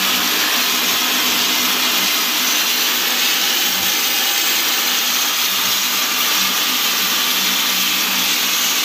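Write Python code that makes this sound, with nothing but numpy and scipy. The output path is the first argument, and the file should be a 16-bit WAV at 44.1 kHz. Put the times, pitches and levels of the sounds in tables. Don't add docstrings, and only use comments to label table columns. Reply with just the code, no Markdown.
import sys
import numpy as np
from scipy import signal
from scipy.fft import rfft, irfft, next_fast_len
from scipy.io import wavfile

SR = 44100
rng = np.random.default_rng(int(sys.argv[2]) if len(sys.argv) > 2 else 0)


def waveform_to_disk(signal):
    frames = np.transpose(np.atleast_2d(signal))
    scaled = np.clip(frames, -1, 1) * 32767
    samples = np.round(scaled).astype(np.int16)
    wavfile.write(sys.argv[1], SR, samples)


N = 389844
TIME = np.arange(N) / SR

# (time [s], height [m])
GUN_HEIGHT = [(0, 0.395), (.5, 0.382), (1, 0.205), (2, 0.311), (3, 0.219), (4, 0.067), (5, 0.03),
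              (6, 0.024), (6.5, 0.156), (7, 0.224), (8, 0.233), (8.84, 0.11)]


def from_db(db):
    return np.exp(np.asarray(db) * (np.log(10) / 20))


def rms_one(x):
    return x / np.sqrt(np.mean(x ** 2) + 1e-20)


def in_time(rows):
    times, *columns = np.transpose(rows)
    return [np.interp(TIME, times, column) for column in columns]


def swell(middle_s, length_s):
    return np.exp(-2 * np.minimum(((TIME - middle_s) / length_s) ** 2, 20))


def drift(rate_hz):
    step, warm_up = 40, 2000
    r = np.exp(-2 * np.pi * step * rate_hz / SR)
    noise = rng.standard_normal(N // step + warm_up + 2)
    slow = signal.lfilter([1], [1, -2 * r, r * r], noise)[warm_up:]
    return np.interp(np.arange(N) / step, np.arange(len(slow)), rms_one(slow))


def filtered(x, gain_at):
    size = next_fast_len(N + SR // 10)
    hz = np.arange(size // 2 + 1) * SR / size
    return irfft(rfft(x, size) * gain_at(hz), size)[:N]


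def coloured(x, spectrum):
    hz, db = np.transpose(spectrum)
    shaped = filtered(x, lambda f: from_db(np.interp(np.log(f + 1), np.log(hz), db, -np.inf, -np.inf)))
    return rms_one(shaped)


def blown(hz, width_hz):
    r = np.exp(-np.pi * width_hz / SR)
    band = [1 - r, 0, r - 1, 1, -2 * r * np.cos(2 * np.pi * hz / SR), r * r]
    return rms_one(signal.sosfilt([band, band], rng.standard_normal(N + SR // 2))[-N:])


def wall_wash(waver_db, gust_db, puff_boom_db):
    # (time [s], roar [dB], lowest porch note [dB], upper porch notes [dB])
    wash_levels = [(0, -26, -38.5, -34), (.9, -27.5, -44.5, -32), (2.3, -27.5, -46, -32),
                   (2.6, -28, -52, -38.5), (4.2, -30.5, -51, -39.5), (5.2, -28.5, -49.5, -42.5),
                   (6.8, -28, -45.5, -37), (8.0, -29, -39.5, -37), (8.84, -28.5, -48, -37.5)]
    # (frequency [Hz], relative level [dB])
    roar_colour = [(165, -29), (195, -2.5), (330, -2.5), (430, -4.5), (600, -4.5), (900, -1), (1100, 0.5),
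                   (1350, 3), (1600, 2), (1900, -0.5), (2150, -17), (2600, -36)]
    # (pitch [Hz], width [Hz], relative level [dB])
    porch_notes = [(190.1, 11.3, 1.5), (249.6, 13.6, -2), (304.6, 17.5, -6)]
    # (time [s], level [dB])
    draught_levels = [(0, -54.2), (2.2, -53), (2.6, -64), (4.4, -61), (5.1, -57), (8.84, -57)]
    # (middle [s], length [s], rumble level [dB])
    air_puffs = [(.19, 0.1, -51), (1.348, .13, -55), (2.03, 0.067, -57), (2.994, 0.059, -56),
                 (3.447, 0.045, -58), (3.8, 0.14, -45), (5.63, 0.11, -51), (6.463, 0.081, -50),
                 (7.04, 0.044, -54), (7.433, 0.075, -50), (7.853, .1, -55), (8.249, 0.088, -51)]
    # (frequency [Hz], relative level [dB])
    rumble_colour = [(20, -24), (45, -11), (62, -9.5), (91, 7), (115, 2), (145, 0), (200, -8)]
    roar_db, lowest_db, upper_db = in_time(wash_levels)
    draught_db, = in_time(draught_levels)
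    puffs = sum(from_db(db) * swell(s, length) for s, length, db in air_puffs)
    roar_db = roar_db + waver_db * drift(rate_hz=6.6)
    roar = from_db(roar_db) * coloured(rng.standard_normal(N), roar_colour)
    lowest, *upper = [from_db(db) * blown(hz, width) for hz, width, db in porch_notes]
    lowest_gain = from_db(lowest_db) + from_db(puff_boom_db) * puffs
    boom = lowest_gain * lowest + from_db(upper_db) * sum(upper)
    gusts = rng.standard_normal(N) * from_db(gust_db * drift(rate_hz=18))
    rumble = (from_db(draught_db) + puffs) * coloured(gusts, rumble_colour)
    return roar + boom + rumble


def gun_rings():
    # (pitch [Hz], width [Hz], level [dB])
    notes = [(430.2, 15.4, -46.5), (504.4, 20, -51), (624, 8.7, -55), (806, 35, -45), (907, 18, -44),
             (997, 20, -46.5), (1165, 17, -44), (1699, 11, -42.5), (2088, 27, -43.5), (2464, 31, -41.5),
             (3208, 67, -42)]
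    return sum(from_db(db) * blown(hz, width) for hz, width, db in notes)


def gap_tones(level_db, fade_s):
    # (start [s], end [s], list of (pitch [Hz], width [Hz], relative level [dB]))
    poses = [ (-.5, 2.5, [(400, 110, -39), (696, 140, -39), (1045, 150, -33), (1266, 57, -34),
             (1670, 110, -42), (2480, 200, -34), (3200, 1500, -32.5)]), (2.751, 5.13, [(330, 96, -39),
             (503, 220, -40.5), (795, 75, -38.5), (1285, 130, -38.5), (1517, 45, -36.5), (1743, 110, -33),
             (3030, 230, -32), (4130, 220, -36), (4750, 300, -37), (6350, 300, -36)]),
             (5.55, 8.17, [(1187, 94, -33), (2400, 200, -42), (3230, 300, -34.5), (4150, 250, -38),
             (5680, 200, -37), (6530, 590, -34)]), (8.2, 9.1, [(1180, 200, -34), (1540, 120, -40),
             (4020, 250, -35), (5700, 200, -33), (6300, 220, -31)])]
    out = 0
    for start, end, notes in poses:
        held = (np.tanh((TIME - start) / fade_s) - np.tanh((TIME - end) / fade_s)) / 2
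        out = out + held * sum(from_db(db + level_db) * blown(hz, width) for hz, width, db in notes)
    return out


def flares():
    # (middle [s], length [s], pitch [Hz], width [Hz], top level [dB])
    tones = [(.48, 0.26, 1750, 220, -27.5), (1.43, .12, 4930, 700, -29), (2.53, .09, 6120, 400, -24),
             (2.78, .12, 4100, 600, -25), (3.46, .18, 2930, 250, -27.5), (3.95, .2, 6350, 250, -31),
             (4.3, 1.1, 8060, 1300, -37), (4.42, .22, 6420, 250, -29), (4.48, .2, 7500, 500, -34),
             (5.15, 0.7, 6380, 380, -28.5), (5.3, 0.8, 1250, 220, -33), (4.1, 1.2, 796, 80, -38),
             (6.35, 1.15, 1200, 90, -33), (5.82, .14, 6780, 250, -31), (7.22, 0.15, 3250, 400, -24),
             (7.32, .1, 12000, 2000, -30), (7.52, .4, 3480, 420, -28), (8.05, .35, 2570, 200, -29),
             (8.3, .14, 3950, 500, -28.5), (8.65, .35, 6600, 500, -28)]
    return sum(from_db(db) * swell(s, length) * blown(hz, width) for s, length, hz, width, db in tones)


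def near_echoes(x, echoes_db, decay_ms, ms_per_m, flicker_db, count):
    # (time [s], position [m])
    gun_sideways = [(0, .21), (1, .19), (2, .07), (3, .04), (4, 0), (4.5, .02), (5, .17), (6, .34),
                    (7, .25), (8, .16), (8.84, .25)]
    height, = in_time(GUN_HEIGHT)
    sideways, = in_time(gun_sideways)
    up_m, along_m = height - height.mean(), sideways - sideways.mean()
    delays_ms = np.geomspace(2.5, 16, count) * rng.uniform(.95, 1.05, count)
    gains = from_db(echoes_db) * rms_one(np.exp(-delays_ms / decay_ms)) / np.sqrt(count)
    out = x
    for delay_ms, gain, angle in zip(delays_ms, gains, rng.uniform(0, 2 * np.pi, count)):
        moved_m = np.cos(angle) * up_m + np.sin(angle) * along_m
        sent_s = TIME - (delay_ms + ms_per_m * moved_m) / 1000
        aim = rms_one(from_db(flicker_db * np.tanh(drift(rate_hz=3.2))))
        out = out + gain * aim * np.interp(sent_s, TIME, x, left=0)
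    return rms_one(out) * np.std(x)


def swirl(x, level_db, above_hz, count):
    treble = filtered(x, lambda f: .5 + .5 * np.tanh((f - above_hz) / 2000))
    lags = (np.geomspace(.7, 2.6, count) * SR / 1000).astype(int)
    bounces = sum(drift(rate_hz=2.2) * np.pad(treble, (lag, 0))[:N] for lag in lags)
    return rms_one(x + from_db(level_db) * bounces / np.sqrt(count)) * np.std(x)


def nozzle_rasp(swing_db, rate_hz, threshold, height_db_per_m):
    # (pitch [Hz], width [Hz], level at average gun height [dB])
    tones = [(3300, 1550, -36), (5750, 650, -32), (6420, 830, -34)]
    height, = in_time(GUN_HEIGHT)
    out = 0
    for hz, width, db in tones:
        tone = blown(hz, width)
        catch = np.tanh(drift(rate_hz) - threshold)
        out = out + from_db(db) * rms_one(tone * from_db(swing_db * catch))
    return out * from_db(height_db_per_m * (height - height.mean()))


def spray(drops_per_s, drops_db):
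    sizes = rng.uniform(-1, 1, N)
    drops = rms_one(sizes * (rng.random(N) < drops_per_s / SR))
    return rng.standard_normal(N) + from_db(drops_db) * drops


def beamed_sizzle(beam_above_hz):
    # (frequency [Hz], relative level [dB])
    sizzle_colour = [(8800, -34), (9400, -15.5), (9900, -10), (10350, -12), (10900, -6), (11350, -9.5),
                     (12200, -0.2), (13000, -0.5), (13550, -1.5), (14000, 0.2), (15500, -0.6)]
    # (time [s], aim [higher is more direct])
    beam_aim = [(0, -2), (1, -1.6), (2, -1.6), (3, 1.2), (4, 3.2), (4.7, 3.2), (5.5, .6), (6.3, 0),
                (7, -.4), (8, -.4), (8.84, -1.6)]
    aim, = in_time(beam_aim)
    sizzle = coloured(rng.standard_normal(N), sizzle_colour)
    beam = filtered(sizzle, lambda f: .5 + .5 * np.tanh((f - beam_above_hz) / 500))
    return beam * from_db(0.68 * aim) + (sizzle - beam) * from_db(-0.22 * aim)


def jet(hiss_db, sizzle_db, feed_db, sputter_db, height_db_per_m):
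    # (middle [s], length [s], hiss change [dB], sizzle change [dB])
    lumps = [(0.197, 0.044, -2.5, -1), (1.09, .07, -1, -1), (1.44, 0.12, 1.5, -0.5),
             (1.858, 0.052, 2, -2.2), (2.076, 0.052, 2, -1), (3.293, 0.17, 1.5, 0),
             (3.797, 0.048, -3.5, -1), (3.88, .06, 0.5, 2), (5.328, 0.051, -1.2, -3),
             (5.532, 0.12, -1, 0.5), (5.88, 0.06, -1.5, -1), (6.117, 0.1, -1, -1.5), (6.21, 0.043, 0, 3),
             (8.32, 0.042, 2.5, -2)]
    # (frequency [Hz], relative level [dB])
    hiss_colour = [(1500, -54), (1850, -6), (2100, -3), (2500, -0.5), (3000, 1.5), (3500, 1), (4100, -1.5),
                   (4850, -4), (5800, -6), (6600, -6.5), (7200, -9), (8400, -15), (9250, -21.5),
                   (11000, -64)]
    height, = in_time(GUN_HEIGHT)
    uneven_db = feed_db * drift(rate_hz=11) + sputter_db * drift(rate_hz=160)
    hiss = coloured(spray(drops_per_s=700, drops_db=-9.5), hiss_colour)
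    sizzle = beamed_sizzle(beam_above_hz=13700)
    hiss_db += height_db_per_m * (height - height.mean())
    hiss_db += sum(db * swell(s, length) for s, length, db, _ in lumps)
    sizzle_db += sum(db * swell(s, length) for s, length, _, db in lumps)
    hiss_db -= 0.05 * drift(rate_hz=64)
    sizzle_db += 0.66 * drift(rate_hz=37)
    return hiss * from_db(hiss_db + uneven_db) + sizzle * from_db(sizzle_db + uneven_db)


def scene():
    gun = jet(hiss_db=-19.5, sizzle_db=-25.5, feed_db=0.45, sputter_db=0.76, height_db_per_m=1.5)
    gun = gun + nozzle_rasp(swing_db=10.0, rate_hz=59, threshold=0.42, height_db_per_m=-2.5)
    gun = swirl(gun, level_db=-14.5, above_hz=3500, count=8)
    gun = near_echoes(gun, echoes_db=-4.0, decay_ms=310, ms_per_m=2.483, flicker_db=5.5, count=16)
    tones = gun_rings() + gap_tones(level_db=-1.0, fade_s=0.26) + flares()
    mono = gun + tones + wall_wash(waver_db=1.1, gust_db=3.0, puff_boom_db=5)
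    return np.array([mono, mono])


def record(dry):
    cutoff_hz = 15560
    return signal.sosfilt(signal.ellip(14, .1, 90, cutoff_hz, fs=SR, output="sos"), dry)


dry = scene()
out = record(dry)
waveform_to_disk(out)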